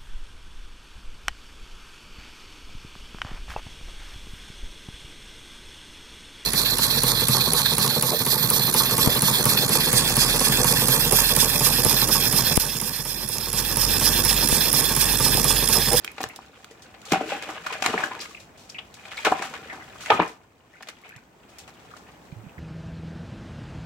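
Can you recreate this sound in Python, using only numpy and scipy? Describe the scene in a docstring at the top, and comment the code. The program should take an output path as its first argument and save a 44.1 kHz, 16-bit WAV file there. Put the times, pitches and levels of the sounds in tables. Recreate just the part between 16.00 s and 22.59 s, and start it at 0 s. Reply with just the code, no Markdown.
"""In a walled yard, a small monkey jumps and paddles in a plastic tub of soapy water, heard by two microphones.
Slaps are bursts of noise and bubbles; spray is bright noise; trapped air pockets are gliding, dying tones.
Between slaps the water churns with clouds of small bubbles and foam, and drips and drops tick.
The tub rings dully with all of it; dull tones bump as the monkey climbs on the rim and the water settles.
Behind lie echoes of the yard and outdoor noise that drops quickly after the loudest slaps, then creeps back up."""
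import sys
import numpy as np
from scipy import signal
from scipy.fft import rfft, irfft, next_fast_len
from scipy.io import wavfile
from scipy.ndimage import uniform_filter1d

SR = 44100
rng = np.random.default_rng(int(sys.argv[2]) if len(sys.argv) > 2 else 0)


def wrap_up_sound(samples):
    """Save the sound to the file named by the first command line argument, as 16-bit audio."""
    columns = np.atleast_2d(samples).T
    # keep every value between -1 and 1, then stretch to whole-number steps
    tamed = np.clip(columns, -1, 1)
    steps = np.round(tamed * 32767).astype(np.int16)
    wavfile.write(sys.argv[1], SR, steps)


N = 290619
TIME = np.arange(N) / SR
EDGE_HZ = 16100  # top of the recorded band

# colour of splashing water: pitch_hz, relative level_db per Hz
SPLASH_COLOUR = [(30, -36), (80, -36), (165, -16.5), (320, -4.5), (560, -21), (770, -13.5), (1200, -11.5),
                 (1650, -13.5), (2450, -12.5), (3300, -13), (4900, -16.5), (7400, -17), (9600, -27),
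                 (16000, -33.5)]
# likeness of the two microphones for water: pitch_hz, likeness (0-1)
WATER_LIKENESS = [(100, 1), (600, 1), (1200, 0.9), (3000, 0.17), (7000, 0), (16000, 0.19)]
# likeness of the two microphones for outdoor air and echoes: pitch_hz, likeness (0-1)
AIR_LIKENESS = [(30, 1), (70, 0.68), (150, 0.99), (500, 0.67), (1500, 0), (4000, 0), (16000, 0.17)]


def amp(db):
    """Decibels to gain."""
    return 10 ** (np.asarray(db) / 20)


def evened(x):
    """Scales to rms 1."""
    return x / np.sqrt(np.mean(x ** 2) + 1e-20)


def read(points, hz):
    """Reads a table on a log-frequency axis."""
    f, value = np.transpose(points)
    return np.interp(np.log(hz + 1), np.log(f + 1), value)


def over_time(points):
    """Reads a table of start_s and value at every sample."""
    return np.interp(TIME, *np.transpose(points))


def add(mix, s, sound):
    """Mixes a sound in at time s."""
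    part = mix[..., max(round(s * SR), 0):][..., :sound.shape[-1]]
    part += sound[..., :part.shape[-1]]


def band(x, lo_hz, hi_hz, order=3):
    """Causal band-pass."""
    edges = [lo_hz, min(hi_hz, SR / 2 - 1)]
    return signal.sosfilt(signal.butter(order, edges, "band", fs=SR, output="sos"), x)


def noise_pair(colour, likeness):
    """Coloured noise at two microphones, as alike at each frequency as the likeness table says."""
    size = next_fast_len(N)
    hz = np.fft.rfftfreq(size, 1 / SR)
    a, b = rfft(rng.standard_normal((2, size)))
    same = np.clip(read(likeness, hz), 0, 1)
    mid, side = a * np.sqrt(1 + same), b * np.sqrt(1 - same)
    spectra = np.array([mid + side, mid - side]) * amp(read(colour, hz))
    return evened(irfft(spectra, size)[:, :N])


def spatter(per_s, spread_db):
    """Water lands as many separate droplets: a gain that moves between random levels at random moments."""
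    knots = np.cumsum(rng.exponential(1 / per_s, 40000))
    levels = np.clip(rng.standard_normal(len(knots)), -2.5, 2.5)
    return evened(amp(spread_db * np.interp(TIME, knots, levels)))


def fading(s, rise, t60):
    """Envelope of a burst that starts at s: a straight rise, then an even decay in dB."""
    t = TIME[:min(int((rise + t60) * SR), N - round(s * SR))]
    return np.minimum(t / rise, 1) * amp(-60 * np.maximum(t - rise, 0) / t60)


def burst(layer, s, rise, t60):
    """A short stretch of a steady texture, evened under an envelope that peaks at 1."""
    shape = fading(s, rise, t60)
    stretch = layer[:, round(s * SR):][:, :len(shape)]
    return evened(stretch * shape) * np.sqrt(np.mean(shape ** 2))


def ping(hz, t60, glide, soft_cycles):
    """A dying oscillation; with glide its pitch climbs, as a bubble's does near the surface."""
    t = np.arange(int(t60 * SR) + 2) / SR
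    wave = np.sin(2 * np.pi * hz * t * (1 + glide * t / t60 / 2))
    onset = 1 - np.exp(-t * hz / soft_cycles)
    return wave * amp(-60 * t / t60) * onset


def pockets(rows, glide, soft_cycles):
    """Single large oscillations, the same at both microphones."""
    out = np.zeros(N)
    for s, hz, db, t60 in rows:
        add(out, s, amp(db) * ping(hz, t60, glide, soft_cycles))
    return out


def bubbles(lo_hz, hi_hz, per_s, cycles, spread_db, width, tilt_db, count=48):
    """A cloud of bubbles of many sizes, each popping at its own moment and place; tilt is per octave."""
    out = np.zeros((2, N))
    for hz in np.geomspace(lo_hz, hi_hz, count):
        for when, size, detune, life, place in rng.random((int(per_s * N / SR / count), 5)):
            pitch = hz * (1 + (detune - .5) / 10)
            size_db = spread_db * min(-np.log(1 - size), 3)  # few are loud
            gain = amp(size_db + tilt_db * np.log2(pitch / lo_hz))
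            sound = gain * ping(pitch, cycles * (.5 + life) / pitch, glide=0.046, soft_cycles=0.25)
            shift_s = width * (place - .5)  # later at one microphone, earlier at the other
            add(out[0], when * N / SR + shift_s, sound)
            add(out[1], when * N / SR - shift_s, sound)
    # hold the cloud's level steady
    power = uniform_filter1d((out ** 2).mean(0), size=6000)
    return out / np.sqrt(power + 1e-4 * np.mean(out ** 2))


def slaps():
    """Limbs and lumps of water hit: bursts of droplet impacts and bubbles, lower in pitch for a bigger mass."""
    # slaps: start_s, t60_s, level_db, pitch_hz, spray_db
    hits = [(.045, 0.012, -32, 3500, -28.5), (0.0768, 0.013, -30, 3050, -46),
            (0.1809, 0.033, -27, 1700, -47), (.204, .06, -26.5, 665, -36),
            (0.2391, 0.004, -13, 1290, -21.5), (0.262, 0.025, -41, 900, -47),
            (0.644, 0.011, -35, 1200, -39.5), (0.941, .04, -39.5, 1820, -65),
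            (1.118, 0.081, -13, 307, -20.5), (1.131, 0.13, -20, 1400, -46), (1.211, 0.064, -24, 322, -44),
            (1.287, 0.57, -30.5, 2270, -57), (1.318, 0.1, -34, 1600, -50), (1.421, 0.14, -34.5, 2800, -41),
            (1.488, 0.17, -31, 865, -51), (1.662, 0.083, -28, 1870, -34.5),
            (1.7237, 0.12, -28, 2110, -36.5), (1.822, 0.026, -20, 900, -20),
            (1.837, 0.49, -28.5, 1280, -38), (1.861, 0.024, -15, 1400, -17.5),
            (1.896, 0.047, -29, 382, -48), (1.9384, 0.04, -17.5, 556, -58), (1.975, 0.42, -28.5, 1080, -46),
            (2.037, 0.017, -26, 2000, -33.5), (2.109, .12, -33.5, 1890, -60),
            (2.149, 0.049, -37, 1400, -47), (2.191, 0.029, -37, 2700, -41),
            (2.7862, 0.074, -36.5, 1900, -65), (3.05, 0.14, -37.5, 2070, -67),
            (3.114, 0.13, -32, 2400, -68), (3.2467, 0.12, -14.5, 1890, -27),
            (3.2657, 0.049, -14.5, 920, -44), (3.316, 0.07, -19, 550, -36.5), (3.39, 0.065, -36, 1800, -45),
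            (3.419, .18, -26.5, 1320, -34.5), (3.536, 0.18, -31, 1600, -45), (3.698, 0.15, -39, 1900, -67),
            (3.724, 0.36, -38.5, 710, -49.5), (4.059, 0.04, -27, 2700, -50),
            (4.1017, 0.038, -6.5, 1260, -41), (4.113, 0.18, -19, 690, -55), (4.1938, 0.052, -8.5, 650, -57),
            (4.216, 0.16, -23.5, 680, -44), (4.805, 0.038, -38, 1100, -65),
            (4.824, 0.054, -34.5, 3180, -60), (4.871, 0.056, -40, 1800, -48),
            (4.885, 0.063, -37.5, 1940, -36.5), (5.044, 0.29, -46.5, 1900, -74),
            (5.676, 0.11, -43, 1400, -48.5), (5.964, 0.053, -43, 1200, -59), (6.086, 0.085, -44, 1300, -64)]
    # bands of push, body, crack and spray: low_hz, high_hz
    slap_bands = [(100, 500), (500, 1400), (1400, 4000), (4000, 16000)]
    # colour of the spray in each of those bands: level_db
    spray_colour_db = [-12.5, -19.5, 4, 1.5]
    rise_s, rise_share = 0.0011, 0.014  # swell: a fixed time plus a share of t60
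    low_extra_s = 0.0014  # the lowest band swells longer
    fall_db = 3.5  # loss away from the pitch, per octave squared
    impacts = noise_pair(SPLASH_COLOUR, WATER_LIKENESS) * spatter(per_s=1500, spread_db=5)
    gurgle = amp(0.5) * bubbles(610, 2985, per_s=1100, cycles=12.0, spread_db=3.5,
                                width=0.00016, tilt_db=5.5)
    # the low push is moving water alone; bubbles ring above it
    layers = [band(impacts + gurgle * (k > 0), lo, hi) for k, (lo, hi) in enumerate(slap_bands)]
    centres = np.sqrt(np.prod(slap_bands, axis=1))
    out = np.zeros((2, N))
    for s, t60, db, hz, spray_db in hits:
        plop = amp(db - fall_db * np.log2(centres / hz) ** 2)
        gains = np.hypot(plop, amp(spray_db) * amp(spray_colour_db))
        for k, (layer, gain) in enumerate(zip(layers, gains)):
            rise = rise_s + rise_share * t60 + (low_extra_s if k == 0 else 0)
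            add(out, s, gain * burst(layer, s, rise, t60))
    return out


def gulps():
    """Large trapped air pockets each ring once, their pitch climbing as they die."""
    # air pockets: start_s, pitch_hz, level_db, t60_s
    air_pockets = [(.390, 940, -15.5, 0.0057), (.711, 433, -28, 0.013), (1.121, 166.3, -10, 0.092),
                   (1.122, 322, -20, 0.084), (1.136, 770, -6.5, 0.02), (1.158, 720, -12.5, 0.025),
                   (1.209, 707, -14, 0.022), (1.32, 537, -17, .038), (1.322, 811, -24.5, 0.16),
                   (1.49, 309, -32.5, .09), (1.94, 388, -19, 0.044), (1.954, 192, -21.5, .064),
                   (2.115, 1003, -25, 0.079), (3.267, 420, -10, 0.033), (3.269, 828, -10.5, 0.051),
                   (3.321, 700, -4, 0.032), (3.322, 990, -6.5, 0.026), (4.103, 845, -3, 0.038),
                   (4.104, 460, -16, 0.04), (4.105, 964, -10.5, 0.079), (4.116, 1223, -9, 0.11),
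                   (4.118, 112, -30, 0.14), (4.197, 168, -17.5, .13)]
    return pockets(air_pockets, glide=0.088, soft_cycles=0.58)


def sprays(lo_hz=3200, rise_share=0.0085):
    """Thrown spray lands back on the water as fine drops: a bright patter that dies away."""
    # sprays: start_s, t60_s, level_db
    showers = [(0.23, 0.04, -26), (0.36, 0.037, -33), (.709, .08, -45), (.82, 0.15, -43),
               (1.017, 0.02, -39.5), (1.053, 0.12, -37.5), (2.209, 0.22, -32.5), (2.29, 0.68, -49),
               (2.398, 0.17, -46.5), (2.572, 0.77, -49), (2.693, 0.13, -41.5), (2.94, 0.11, -40.5),
               (3.171, 0.065, -37), (4.005, 0.39, -38), (4.275, 0.22, -43), (5.163, 0.038, -44),
               (5.49, 0.22, -53), (5.584, 0.16, -38.5), (5.966, 0.11, -45)]
    drops = noise_pair(SPLASH_COLOUR, WATER_LIKENESS) * spatter(per_s=1200, spread_db=2.5)
    patter = band(drops, lo_hz, EDGE_HZ, order=2)
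    out = np.zeros((2, N))
    for s, t60, db in showers:
        add(out, s, amp(db) * burst(patter, s, rise_share * t60, t60))
    return out


def agitation(build_s=0.037):
    """Draining swells as the monkey lifts itself; after landing the wash swings and settles, its foam last."""
    # leaps: landing start_s, lift_s, drain_db, wash_db, wash t60_s
    leaps = [(.2, 0.25, -45, -37, 0.49), (1.12, 0.26, -34, -30.5, 2.18), (1.83, 1.2, -41.5, -22, 0.88),
             (3.25, 1.02, -37, -28, 1.17), (4.1, 0.97, -38, -26.5, 0.54)]
    swing_s, swing_db = 0.2017, 4  # period across the tub, and dB above and below the mean
    foam_linger = 1.044  # foam t60 over wash t60
    t = TIME[::64]
    drain, wash, froth = np.zeros((3, len(t)))
    for s, lift_s, drain_db, wash_db, t60 in leaps:
        before, after = np.maximum(s - t, 0), np.maximum(t - s, 0)
        landed = np.minimum(after / build_s, 1)
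        swing = landed * amp(wash_db + swing_db * np.cos(2 * np.pi * after / swing_s))
        drain += (1 - landed) * amp(drain_db - 60 * before / lift_s)
        wash += swing * amp(-60 * after / t60)
        froth += swing * amp(-60 * after / (t60 * foam_linger))
    return [np.interp(TIME, t, level) for level in (drain, wash, froth)]


def slops(per_s=26, decay_s=.02, steady=0.57):
    """The surface breaks in small slops at random: a gain that jumps with each and falls back."""
    hits = (rng.random(N) < per_s / SR) * rng.uniform(.3, 1, N)
    falls = signal.lfilter([1], [1, -np.exp(-1 / (decay_s * SR))], hits)
    return evened(steady + falls)


def churn(plips_db=-5):
    """Agitated water: deep slosh, bubbles over torn water, bursting foam and stray drops from the wet fur."""
    # gentle lapping under everything: start_s, level_db
    lapping = [(0, -51.5), (.9, -56.5), (2.55, -64.5), (3.9, -60.5), (4.45, -69), (4.85, -57),
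               (5.15, -58.5), (5.3, -66), (5.55, -58), (5.95, -54.5), (6.59, -63)]
    # deep slosh and foam against the bubbling of the wash, the draining and the lapping
    wash_deep_db, wash_foam_db, drain_foam_db = -8, -10, -6
    lap_deep_db, lap_foam_db = -7.5, -4.5
    drain, wash, froth = agitation()
    lap = amp(over_time(lapping))
    slosh = np.hypot(amp(wash_deep_db) * wash, amp(lap_deep_db) * lap)
    bubbling = np.hypot(wash + drain, lap)
    fizz = np.hypot(amp(wash_foam_db) * froth + amp(drain_foam_db) * drain, amp(lap_foam_db) * lap)
    water = noise_pair(SPLASH_COLOUR, WATER_LIKENESS)
    wavelets = spatter(per_s=55, spread_db=2.0)  # the foam bursts in small clumps
    deep = bubbles(153, 534, per_s=120, cycles=15.5, spread_db=5.0, width=.0001, tilt_db=6.5)
    cloud = bubbles(508, 3090, per_s=520, cycles=50.0, spread_db=7.5, width=0.00019, tilt_db=2.5)
    torn = evened(band(water * spatter(per_s=330, spread_db=2.5), 1200, 3150))
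    foam = evened(band(water * spatter(per_s=1200, spread_db=4), 3440, EDGE_HZ))
    plips = amp(plips_db) * bubbles(1067, 4400, per_s=75, cycles=26, spread_db=1,
                                    width=0.00033, tilt_db=2, count=24)
    surface = slops() * bubbling * (amp(-3.5) * cloud + amp(-3.0) * torn)
    return slosh * deep + surface + wavelets * fizz * foam + np.hypot(drain, lap) * plips


def drips(cycles=24, scatter=0.15, scatter_per_s=1.52, width=0.00021, count=12):
    """Each drip sheds a run of bubbles of like size; a longer trickle sheds more varied sizes."""
    # drips and trickles: start_s, length_s, pitch_hz, level_db
    trickles = [(0.045, .0043, 2830, -29.5), (0.077, 0.0018, 2600, -23.5), (0.297, .02, 2300, -42),
                (1.665, .005, 1280, -21.5), (1.977, .004, 1920, -18), (2.036, 0.0049, 1700, -16),
                (2.202, 0.023, 4650, -34.5), (2.698, .007, 5500, -36.5), (2.3473, 0.00388, 2390, -33),
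                (2.368, .016, 2390, -45), (2.745, 0.027, 2370, -38.5), (2.784, 0.012, 2970, -31),
                (3.168, 0.025, 4000, -38), (3.696, .04, 1810, -36.5), (3.8, 0.035, 1860, -43.5),
                (4.097, 0.036, 2070, -29), (4.2, .04, 2230, -28.5), (4.734, 0.053, 1740, -51.5),
                (5.034, .04, 2290, -49.5), (5.09, .1, 1930, -48.5), (5.91, 0.0096, 1400, -45),
                (5.936, .006, 1360, -37.5), (6.579, 0.02, 1920, -43.5)]
    out = np.zeros((2, N))
    all_draws = 2 * rng.random((len(trickles), count, 3)) - 1
    for (s, length, hz, db), draws in zip(trickles, all_draws):
        run = np.zeros((2, SR // 5))
        for k, (when, size, place) in enumerate(draws):
            pitch = hz * np.exp((scatter + scatter_per_s * length) * size)
            sound = ping(pitch, cycles / pitch, glide=0.079, soft_cycles=1.0) / np.sqrt(1 + k / 4)
            at = length * (k + .5 + when / 2) / count
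            add(run[0], at + width * place, sound)
            add(run[1], at - width * place, sound)
        # level holds over the drip's length
        add(out, s, amp(db) * evened(run) * np.sqrt(length * SR / run.shape[1]))
    return out


def ticks(t60=0.013, rise=0.00069, lo_hz=4500):
    """A flung drop shatters on hard plastic or the table: a very short, bright crack of noise."""
    # drops on hard surfaces: start_s, level_db
    drop_hits = [(.047, -21.5), (0.116, -31), (.2148, -22), (0.23, -26), (.288, -28), (.361, -27),
                 (0.644, -34), (4.8265, -46), (5.016, -44), (5.091, -37), (5.586, -32)]
    t, out = TIME[:SR // 20], np.zeros((2, N))
    shape = np.minimum(t / rise, 1) * amp(-60 * t / t60)
    for (s, db), crack in zip(drop_hits, rng.standard_normal((len(drop_hits), 2, len(t)))):
        add(out, s, amp(db) * band(crack * shape, lo_hz, EDGE_HZ, order=1))
    return out


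def echo(x, t60s, delay):
    """Sparse reflections of random sign, each band dying at its own speed."""
    size = SR // 2
    signs = rng.choice([-1., 1.], (2, size))
    taps = signs * (rng.random((2, size)) < .08) * (TIME[:size] > delay)
    hz, t, z = signal.stft(taps, SR, nperseg=128)
    same = np.clip(read(AIR_LIKENESS, hz), 0, 1)[:, None]
    z[1] = same * z[0] + np.sqrt(1 - same ** 2) * z[1]
    decay = amp(-60 * t / read(t60s, hz)[:, None])
    tail = signal.istft(z * decay, SR, nperseg=128)[1]
    return signal.fftconvolve(x, tail / np.linalg.norm(tail[0]), axes=1)[:, :N]


def tub(x, walls_db=-11):
    """The tub and the air in it ring at their modes, and its walls scatter the sound."""
    # modes: pitch_hz, level_db over the direct sound, width_hz
    modes = [(168, -23, 6.1), (322, -6.5, 43), (449, 4, 44), (703, -7.5, 14), (765, 4, 50), (1037, -15, 37),
             (1210, -4.5, 25), (1400, -11, 41), (1496, 2, 10), (1790, -3.5, 46), (2214, 0, 21),
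             (2438, -3.5, 73), (2870, -13.5, 5.1)]
    ring = sum(amp(db) * signal.lfilter(*signal.iirpeak(hz, hz / width, SR), x)
               for hz, db, width in modes)
    walls = echo(x, [(200, 0.047), (8000, 0.071)], delay=.002)
    return x + ring + amp(walls_db) * walls


def bumps():
    """Dull thuds as the monkey steps and shifts on the rim: low dying tones, leaning right."""
    # bumps: start_s, pitch_hz, level_db before the lean, t60_s
    steps = [(.259, 117, -35.5, 0.078), (5.16, 122, -41.5, 0.09), (6.324, 146, -23.5, 0.035),
             (6.36, 110, -35, 0.27), (6.436, 207.5, -40, 0.17), (6.466, 155, -25.5, 0.031),
             (6.578, 112.6, -28.5, 0.043)]
    return pockets(steps, glide=0, soft_cycles=0.32) * amp([[-5], [5]])


def yard(near):
    """The walls of the yard return the sound, with its own decay time at each frequency."""
    # yard echo: pitch_hz, t60_s
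    yard_t60 = [(150, 0.1), (800, 0.3), (3000, 0.23), (8000, 0.14), (16000, 0.087)]
    return amp(-17.0) * echo(near, yard_t60, delay=0.014)


def outdoor_air():
    """Outdoor background: coloured noise that drops quickly after the loudest slaps, then creeps back up."""
    # colour: pitch_hz, relative level_db per Hz
    air_colour = [(10, -19), (30, -22.5), (55, 3.5), (120, 2.5), (240, 2.5), (500, -2.5), (750, -1),
                  (1250, -7), (2500, -14), (4000, -26), (8200, -22.5), (9600, -33), (16000, -25.5)]
    # level of the background: start_s, level_db
    air_level = [(0, -52.5), (.6, -56.5), (1, -52), (3, -53), (4, -49), (4.5, -59), (5.27, -57),
                 (5.55, -53), (6.59, -50)]
    return noise_pair(air_colour, AIR_LIKENESS) * amp(over_time(air_level))


def scene():
    """The water in its tub, the bumps on the rim, the yard and the air."""
    # where the water lands: start_s, left over right level_db
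    landing = [(0, -4.5), (.2, 0.5), (1.1, 1.5), (3.2, 1.95), (6.59, 2.1)]
    water = slaps() + gulps() + sprays() + churn() + drips() + ticks()
    lean_db = over_time(landing)
    near = amp(-3.0) * tub(water) * amp(np.array([lean_db, -lean_db]) / 2)
    return near + bumps() + yard(near) + outdoor_air()


def record(dry):
    """The recorder drops the deepest bass, rounds off the hardest peaks, then limits the band."""
    lean = signal.sosfilt(signal.butter(2, 35, "high", fs=SR, output="sos"), dry)
    rounded = lean / (1 + lean ** 4) ** (1 / 4)
    lowpass = signal.firwin(511, EDGE_HZ, window=("kaiser", 9), fs=SR)
    return signal.oaconvolve(rounded, lowpass[None], "same")


dry = scene()
out = record(dry)
wrap_up_sound(out)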